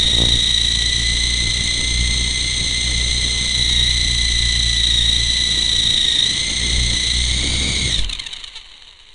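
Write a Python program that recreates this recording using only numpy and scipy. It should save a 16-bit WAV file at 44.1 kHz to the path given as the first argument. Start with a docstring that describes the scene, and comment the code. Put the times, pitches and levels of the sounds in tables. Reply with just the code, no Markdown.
"""A small coaxial model helicopter flies over a garden and lands on grass, heard from its own body.
Two motors drive two rotors through plastic gears that whine and rattle the frame. The blades beat
and slap, their downwash buffets the microphone, and the body sways. As the skids touch down the
power is cut: the coasting gears catch about once a turn and rattle to a stop."""
import sys
import numpy as np
from scipy import signal
from scipy.fft import rfft, irfft
from scipy.io import wavfile
from scipy.ndimage import uniform_filter1d

SR = 44100
rng = np.random.default_rng(int(sys.argv[2]) if len(sys.argv) > 2 else 0)


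def to_wav(sig):
    """Store sig (one row per channel, or 1-D mono) as 16-bit WAV at the path in sys.argv[1].

    Samples outside -1..1 are clipped; the rate is SR.
    """
    pcm = np.clip(np.atleast_2d(sig), -1, 1) * 32767
    pcm = np.round(pcm).astype(np.int16)
    wavfile.write(sys.argv[1], SR, pcm.T)  # frames by channels


N = 403074
TIME = np.arange(N) / SR
TEETH = 69  # on each rotor's gear
SLAP_S, CUT_S, LANDING_S = 0.22, 7.91, 7.99  # hardest blade slap, throttle cut, touchdown

# upper gear's tooth rate under power, sagging at each steering move: time_s, pitch_hz
UPPER_TOOTH_RATE = [(0, 1878), (0.55, 1936), (0.9, 2003), (1.45, 2038), (2.1, 2082), (3.45, 2035),
                    (3.8, 1911), (3.95, 2000), (4.7, 2001), (5.03, 1869), (5.2, 1980), (5.6, 1972),
                    (5.85, 1925), (6.17, 1861), (6.35, 2057), (6.55, 2108), (7.1, 1986), (7.4, 2165),
                    (7.8, 2182), (7.91, 2097)]
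# lower gear's tooth rate under power: time_s, pitch_hz
LOWER_TOOTH_RATE = [(0, 2005), (0.3, 2017), (0.75, 1962), (1.35, 2056), (3.77, 2074), (4.3, 2013),
                    (5.1, 1987), (5.4, 2030), (5.8, 1969), (6.15, 1944), (6.4, 2041), (6.75, 2081),
                    (7, 2022), (7.55, 2239), (7.78, 2265), (7.91, 2059)]
# envelope of both gears' whine on the tooth rate itself: time_s, gain_db
WHINE_ENVELOPE = [(0, -31.5), (0.7, -30), (1.0, -25.5), (3.5, -27.5), (4.5, -26), (5.0, -30.5),
                  (5.35, -27.5), (5.8, -31.5), (6.8, -25.5), (7.1, -28.5), (7.86, -25), (7.97, -33)]
# how well the frame radiates the gears' tones: frequency_hz, gain_db
FRAME_TONE_EQ = [(1600, -15.5), (1900, -4), (2060, -1.5), (2400, -9.5), (3300, 1.5), (3800, 2), (4100, -1),
                 (4500, -16), (5300, -8), (6170, 4), (6600, -2.5), (7500, -6), (8200, 3), (9500, -2)]
# spectrum of the frame shaken by the teeth: frequency_hz, gain_db
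FRAME_RATTLE_EQ = [(500, -28), (950, -18.5), (1500, -25.5), (1850, -13.5), (2250, -8), (2620, -15),
                   (3150, -1), (3500, -0.5), (3850, 6.5), (4250, -6), (4700, -16), (5500, -14), (6900, -10),
                   (7500, -16.5), (9100, -11.5), (9900, -20)]
# envelope of the blades' beat and the body's sway: time_s, gain_db
BEAT_ENVELOPE = [(0, -24.5), (0.3, -18), (0.45, -26.5), (0.62, -22.5), (1.3, -20.5), (1.8, -27), (2, -16),
                 (2.35, -24), (2.7, -26), (3.05, -19), (3.48, -25.5), (3.66, -20.0), (5.2, -20.5),
                 (5.42, -26.5), (5.9, -28), (6.28, -38), (6.82, -16.5), (7.02, -28), (7.15, -18.5),
                 (7.91, -25)]


def upper_gear(turns):
    """A rough whine on twice the tooth rate that flares as it swings onto the frame's resonance."""
    # the gear's overtones: tooth_rate_multiple, gain_db
    partials = [(3, -5), (4, -8), (5, -9.5)]
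    phase = mesh_phase(turns, runout=0.016, flutter=0.013, flutter_hz=199.2)
    force = tooth_force(turns, throb=1.14, blade_db=4.5, motor_db=2.5, chatter_db=4, chatter_hz=242)
    whine = amp(-16.5) * resonance() * steady(colour(force * np.cos(2 * phase), FRAME_TONE_EQ))
    force = tooth_force(turns, throb=1, blade_db=3, motor_db=1, chatter_db=3, chatter_hz=200)
    overtones = amp(-31) * colour(force * tones(phase, partials), FRAME_TONE_EQ)
    fundamental = amp(curve(WHINE_ENVELOPE) - 4) * np.cos(phase)  # beats against the lower gear
    return whine + overtones + fundamental


def lower_gear(turns, slack_db=1.44):
    """A cleaner whine on the tooth rate, with faint side tones; play blurs and weakens it."""
    # the motor's tones beside the mesh: tooth_rate_multiple, gain_db
    motor_partials = [(.625, -31.5), (0.861, -30.5), (1.375, -25), (1.625, -9)]
    phase = mesh_phase(turns, runout=0.0088, flutter=0.018, flutter_hz=99.1)
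    force = tooth_force(turns, throb=0.49, blade_db=0.5, motor_db=0, chatter_db=1.7, chatter_hz=70)
    level = amp(curve(WHINE_ENVELOPE) - 2 - slack_db * tooth_play())
    whine = level * steady(colour(force * np.cos(phase), FRAME_TONE_EQ))
    overtones = tones(phase, [(2, -4.5), (3, -10), (4, -14)])
    motor = np.sqrt(2) * tones(phase, motor_partials)
    return whine + amp(-25) * force * (overtones + motor)


def tooth_rattle(turns, slack_db=0.83):
    """Teeth knock with random strength and shake the plastic frame, harder when they have play."""
    force = tooth_force(turns, throb=0.64, blade_db=1, motor_db=1.9, chatter_db=1.5, chatter_hz=300)
    knocks = force * (1 + 0.75 * np.cos(2 * np.pi * TEETH * turns)) * rng.standard_normal(N)
    return amp(-24 + slack_db * tooth_play()) * colour(knocks, FRAME_RATTLE_EQ)


def coasting_gears(turns, roughness=0.45):
    """Unloaded gears rattle loosely, groan down in pitch and buzz briefly wherever they catch."""
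    # spectrum of the frame rattled by the coasting gears: frequency_hz, gain_db
    loose_eq = [(150, -37), (400, -16), (650, -19.5), (980, -10.5), (1450, -18), (2100, -5), (2560, -10.5),
                (3020, 1.5), (3330, -6.5), (3800, 3), (4250, -3), (5000, -31), (6150, -16), (9900, -23.5)]
    # the gears catching, about once a turn: centre_s, level_db, length_s
    catches = [(7.993, -15.5, 0.0052), (8.047, -19, 0.0043), (8.098, -20.5, 0.0085), (8.132, -18.5, 0.0091),
               (8.153, -25.5, 0.0064), (8.199, -20.5, 0.0092), (8.221, -35, 0.0047), (8.24, -29, 0.007),
               (8.269, -22, 0.011), (8.334, -23.5, 0.01), (8.367, -29.5, 0.008), (8.402, -33, 0.0084),
               (8.443, -26, 0.0088), (8.481, -32.5, 0.009), (8.569, -31, 0.026), (8.929, -44, 0.0056)]
    phase = mesh_phase(turns, runout=0.0047, flutter=0.008, flutter_hz=198.4)
    teeth = colour(sum(np.cos(k * phase) for k in range(2, 17)) + 0.37 * np.cos(phase), loose_eq)
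    loose = colour(amp(3.5 * drift(250)) * rng.standard_normal(N), loose_eq)
    scrape = colour(rng.standard_normal(N), FRAME_RATTLE_EQ)
    groan = tones(phase, [(1, -29), (2, -32), (3, -27)])
    out = amp(-31) * (1 - powered()) * spin() ** 0.62 * (loose + 0.17 * teeth + groan)
    for centre_s, level_db, length_s in catches:
        near = slice(int((centre_s - 2 * length_s) * SR), int((centre_s + 2 * length_s) * SR))
        buzz = unit((1 - roughness) * unit(teeth[near]) + roughness * scrape[near])
        grip = 1 / (1 + (2 * (TIME[near] - centre_s) / length_s) ** 6)
        out[near] += amp(level_db) * grip * buzz
    return out


def mesh_phase(turns, runout, flutter, flutter_hz, drag=0.0079):
    """Phase of the teeth: uneven cut and backlash jitter it, and a tight spot slows it each turn."""
    jitter = runout * tooth_errors(turns) + flutter * tooth_play() * drift(flutter_hz)
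    speed = 1 + jitter - drag * np.cos(2 * np.pi * turns)
    return 2 * np.pi * TEETH * np.cumsum(np.gradient(turns) * speed)


def tooth_errors(turns):
    """The uneven cut of a gear: a fine random pattern of rms 1 that returns every turn."""
    grid = np.linspace(0, 1, 257)
    shape = sum(np.cos(2 * np.pi * (k * grid + rng.random())) / np.sqrt(k) for k in range(3, 15))
    return unit(np.interp(turns % 1, grid, shape))


def tooth_force(turns, throb, blade_db, motor_db, chatter_db, chatter_hz, limit_db=9):
    """Load on the teeth swells with each rotor turn, blade and motor turn, until the shaft gives."""
    angle = 2 * np.pi * turns
    swing_db = throb * (1.28 + 3 * resonance()) * np.cos(angle)  # deeper while the frame rings
    swing_db += blade_db * np.cos(2 * np.pi * blade_passes())
    swing_db += motor_db * np.cos(8 * angle)  # eight motor turns to one of the rotor
    swing_db += chatter_db * drift(chatter_hz)
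    return steady(amp(limit_db * np.tanh(swing_db / limit_db)))


def tooth_play():
    """Looseness of the teeth: their backlash, and more while the frame rings."""
    # backlash, growing as the rotors tilt for the descent: time_s, looseness_factor
    backlash = [(0, 0.89), (4.8, 0.82), (5.9, 0.94), (6.3, 1.69), (7.15, 1.7), (7.5, 2.72), (7.95, 1.86)]
    return curve(backlash) + 0.5 * resonance()


def resonance(ring_hz=3809, width_hz=420):
    """How closely twice the upper gear's tooth rate sits on the frame's ring, 0 to 1."""
    detune_hz = 2 * curve(UPPER_TOOTH_RATE) * spin() - ring_hz
    return 1 / (1 + (2 * detune_hz / width_hz) ** 2)


def powered():
    """Fader for the whine, which dies quickly once the throttle is cut."""
    return curve([(CUT_S, 1), (CUT_S + 0.12, 0)])


def spin(run_down_s=0.43):
    """Share of their speed that the rotors keep: 1 under power, then dying away."""
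    return np.exp(-np.maximum(TIME - CUT_S, 0) / run_down_s)


def rotor_turns(tooth_rate):
    """Turns that a rotor has made, from its gear's tooth rate."""
    return np.cumsum(curve(tooth_rate) * spin()) / SR / TEETH


def blades(turns, dip_width=0.17, slap_width=0.026):
    """Each passing blade sucks a dip of pressure; in its own wake it slaps, pushing first."""
    place = (blade_passes() + 0.018 * drift(27) + 0.5) % 1 - 0.5  # in blade spacings, 0 at the pass
    angle = 2 * np.pi * place
    dip = -np.exp(-abs(place + 0.029 * drift(60)) / dip_width)
    overtones = amp(-10 + 4.3 * drift(6.7)) * np.cos(2 * angle) + amp(-20) * np.cos(3 * angle)
    hum = np.cos(angle) + overtones
    beat = 0.58 * unit(dip - dip.mean()) - 1.2 * hum + 0.33 * np.cos(2 * np.pi * turns)
    slap = -2 * (place / slap_width) / (1 + (place / slap_width) ** 2) * np.cos(angle / 2) ** 2
    lift = curve([(8.03, 1), (8.25, 0)])  # the beat fades after landing
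    beat_level = lift * amp(curve(BEAT_ENVELOPE) - 5.5 + 0.93 * drift(11))
    return beat_level * beat + wake() * amp(drift(40)) * slap


def blade_passes():
    """Blades of the lower rotor that have passed the microphone, counted from the hardest slap."""
    turns = rotor_turns(LOWER_TOOTH_RATE)
    return 2 * (turns - np.interp(SLAP_S, TIME, turns))


def wake(half_width_s=0.053):
    """Strength of the slap: it swells and dies as the rotor cuts once through its own wake."""
    return amp(-12) / (1 + ((TIME - SLAP_S) / half_width_s) ** 2)


def downwash(lag=0.07, breeze_db=-66.5):
    """Lumpy turbulence puffs onto the microphone behind each blade, then sinks to a light breeze."""
    # spectrum of the air on the microphone: frequency_hz, gain_db
    wash_eq = [(10, 10.5), (28, 5.5), (45, -8.5), (90, 7), (160, 4), (300, -1.5), (500, -8.5), (800, -17),
               (1500, -19.5), (4000, -53)]
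    # envelope of the buffeting under power: time_s, gain_db
    buffet = [(0, -29.5), (0.3, -29), (0.55, -37), (1.6, -33.5), (2.4, -35), (3.3, -33), (4.6, -39.5),
              (5.7, -34.5), (6.4, -35), (6.75, -30), (7.25, -38), (7.42, -26.5), (7.91, -32)]
    puffs = unit(amp(2.9 * np.cos(2 * np.pi * (blade_passes() - lag)) + 1.5 * drift(12)))
    calm = 1 / (1 + 3 * wake())  # while the blades slap, the air arrives in clean pulses
    level = calm * amp(curve(buffet) + 2) * spin() ** 3.2 + amp(breeze_db)
    return level * colour(puffs * rng.standard_normal(N), wash_eq)


def touchdown(attack_s=0.0037, push_decay_s=0.082, sway_hz=46, sway_decay_s=0.078):
    """The skids meet the grass: a soft push, and the body sways on them."""
    age = np.maximum(TIME - LANDING_S, 0)
    envelope = (1 - np.exp(-age / attack_s)) * np.exp(-age / push_decay_s)
    push = envelope * (1 - age / (2 * push_decay_s))
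    sway = np.sin(2 * np.pi * sway_hz * age) * np.exp(-age / sway_decay_s)
    return amp(-13) * push + amp(-19) * sway


def body_sway():
    """Slow pressure swings as the body rocks, settling as the rotors stop."""
    # rumble of the body rocking in the air and on its skids: frequency_hz, gain_db
    rumble_eq = [(3, -1.5), (12, -2.5), (30, -5.5), (60, -17), (150, -35.5), (600, -73)]
    return amp(curve(BEAT_ENVELOPE) - 12) * spin() ** 0.52 * colour(rng.standard_normal(N), rumble_eq)


def amp(db):
    """Decibels to linear gain."""
    return 10 ** (np.asarray(db) / 20)


def unit(x):
    """Scales x to rms 1."""
    return x / np.sqrt(np.mean(x ** 2) + 1e-20)


def steady(x):
    """Holds the slow level of x at rms 1, leaving its throb."""
    return x / np.sqrt(abs(uniform_filter1d(x ** 2, 4400)) + 1e-12)


def curve(points):
    """Joins (time_s, value) points with straight lines."""
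    return np.interp(TIME, *np.transpose(points))


def tones(phase, partials):
    """Stacks (multiple, gain_db) partials on one phase."""
    return sum(amp(db) * np.cos(multiple * phase) for multiple, db in partials)


def colour(x, eq):
    """Filters x through (frequency_hz, gain_db) points, to rms 1."""
    hz, db = np.transpose(eq)
    bins = np.fft.rfftfreq(N, 1 / SR)
    gain = amp(np.interp(np.log(bins + 1), np.log(hz), db))
    return unit(irfft(rfft(x) * gain, N))


def drift(hz):
    """Smooth random wander of rms 1, rolling off above hz."""
    bins = np.fft.rfftfreq(N, 1 / SR)
    return unit(irfft(rfft(rng.standard_normal(N)) / (1 + (bins / hz) ** 2), N))


def scene():
    """Gears, blades and moving air, all at the one microphone on the body."""
    upper, lower = rotor_turns(UPPER_TOOTH_RATE), rotor_turns(LOWER_TOOTH_RATE)
    airborne = curve([(LANDING_S, 1), (LANDING_S + 0.065, 0)])  # teeth knock until the skids settle
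    whine = powered() * (upper_gear(upper) + lower_gear(lower))
    rattle = airborne * spin() * tooth_rattle(upper) + coasting_gears(upper)
    return (whine + rattle + blades(lower) + downwash() + touchdown() + body_sway())[None]


def record(dry):
    """Softly limits the loudest peaks and cuts the top of the treble."""
    cutoff_hz = 10020
    low_pass = signal.firwin(601, cutoff_hz, window=("kaiser", 9), fs=SR)
    return signal.oaconvolve(np.tanh(dry), low_pass[None], "same")


dry = scene()
out = record(dry)
to_wav(out)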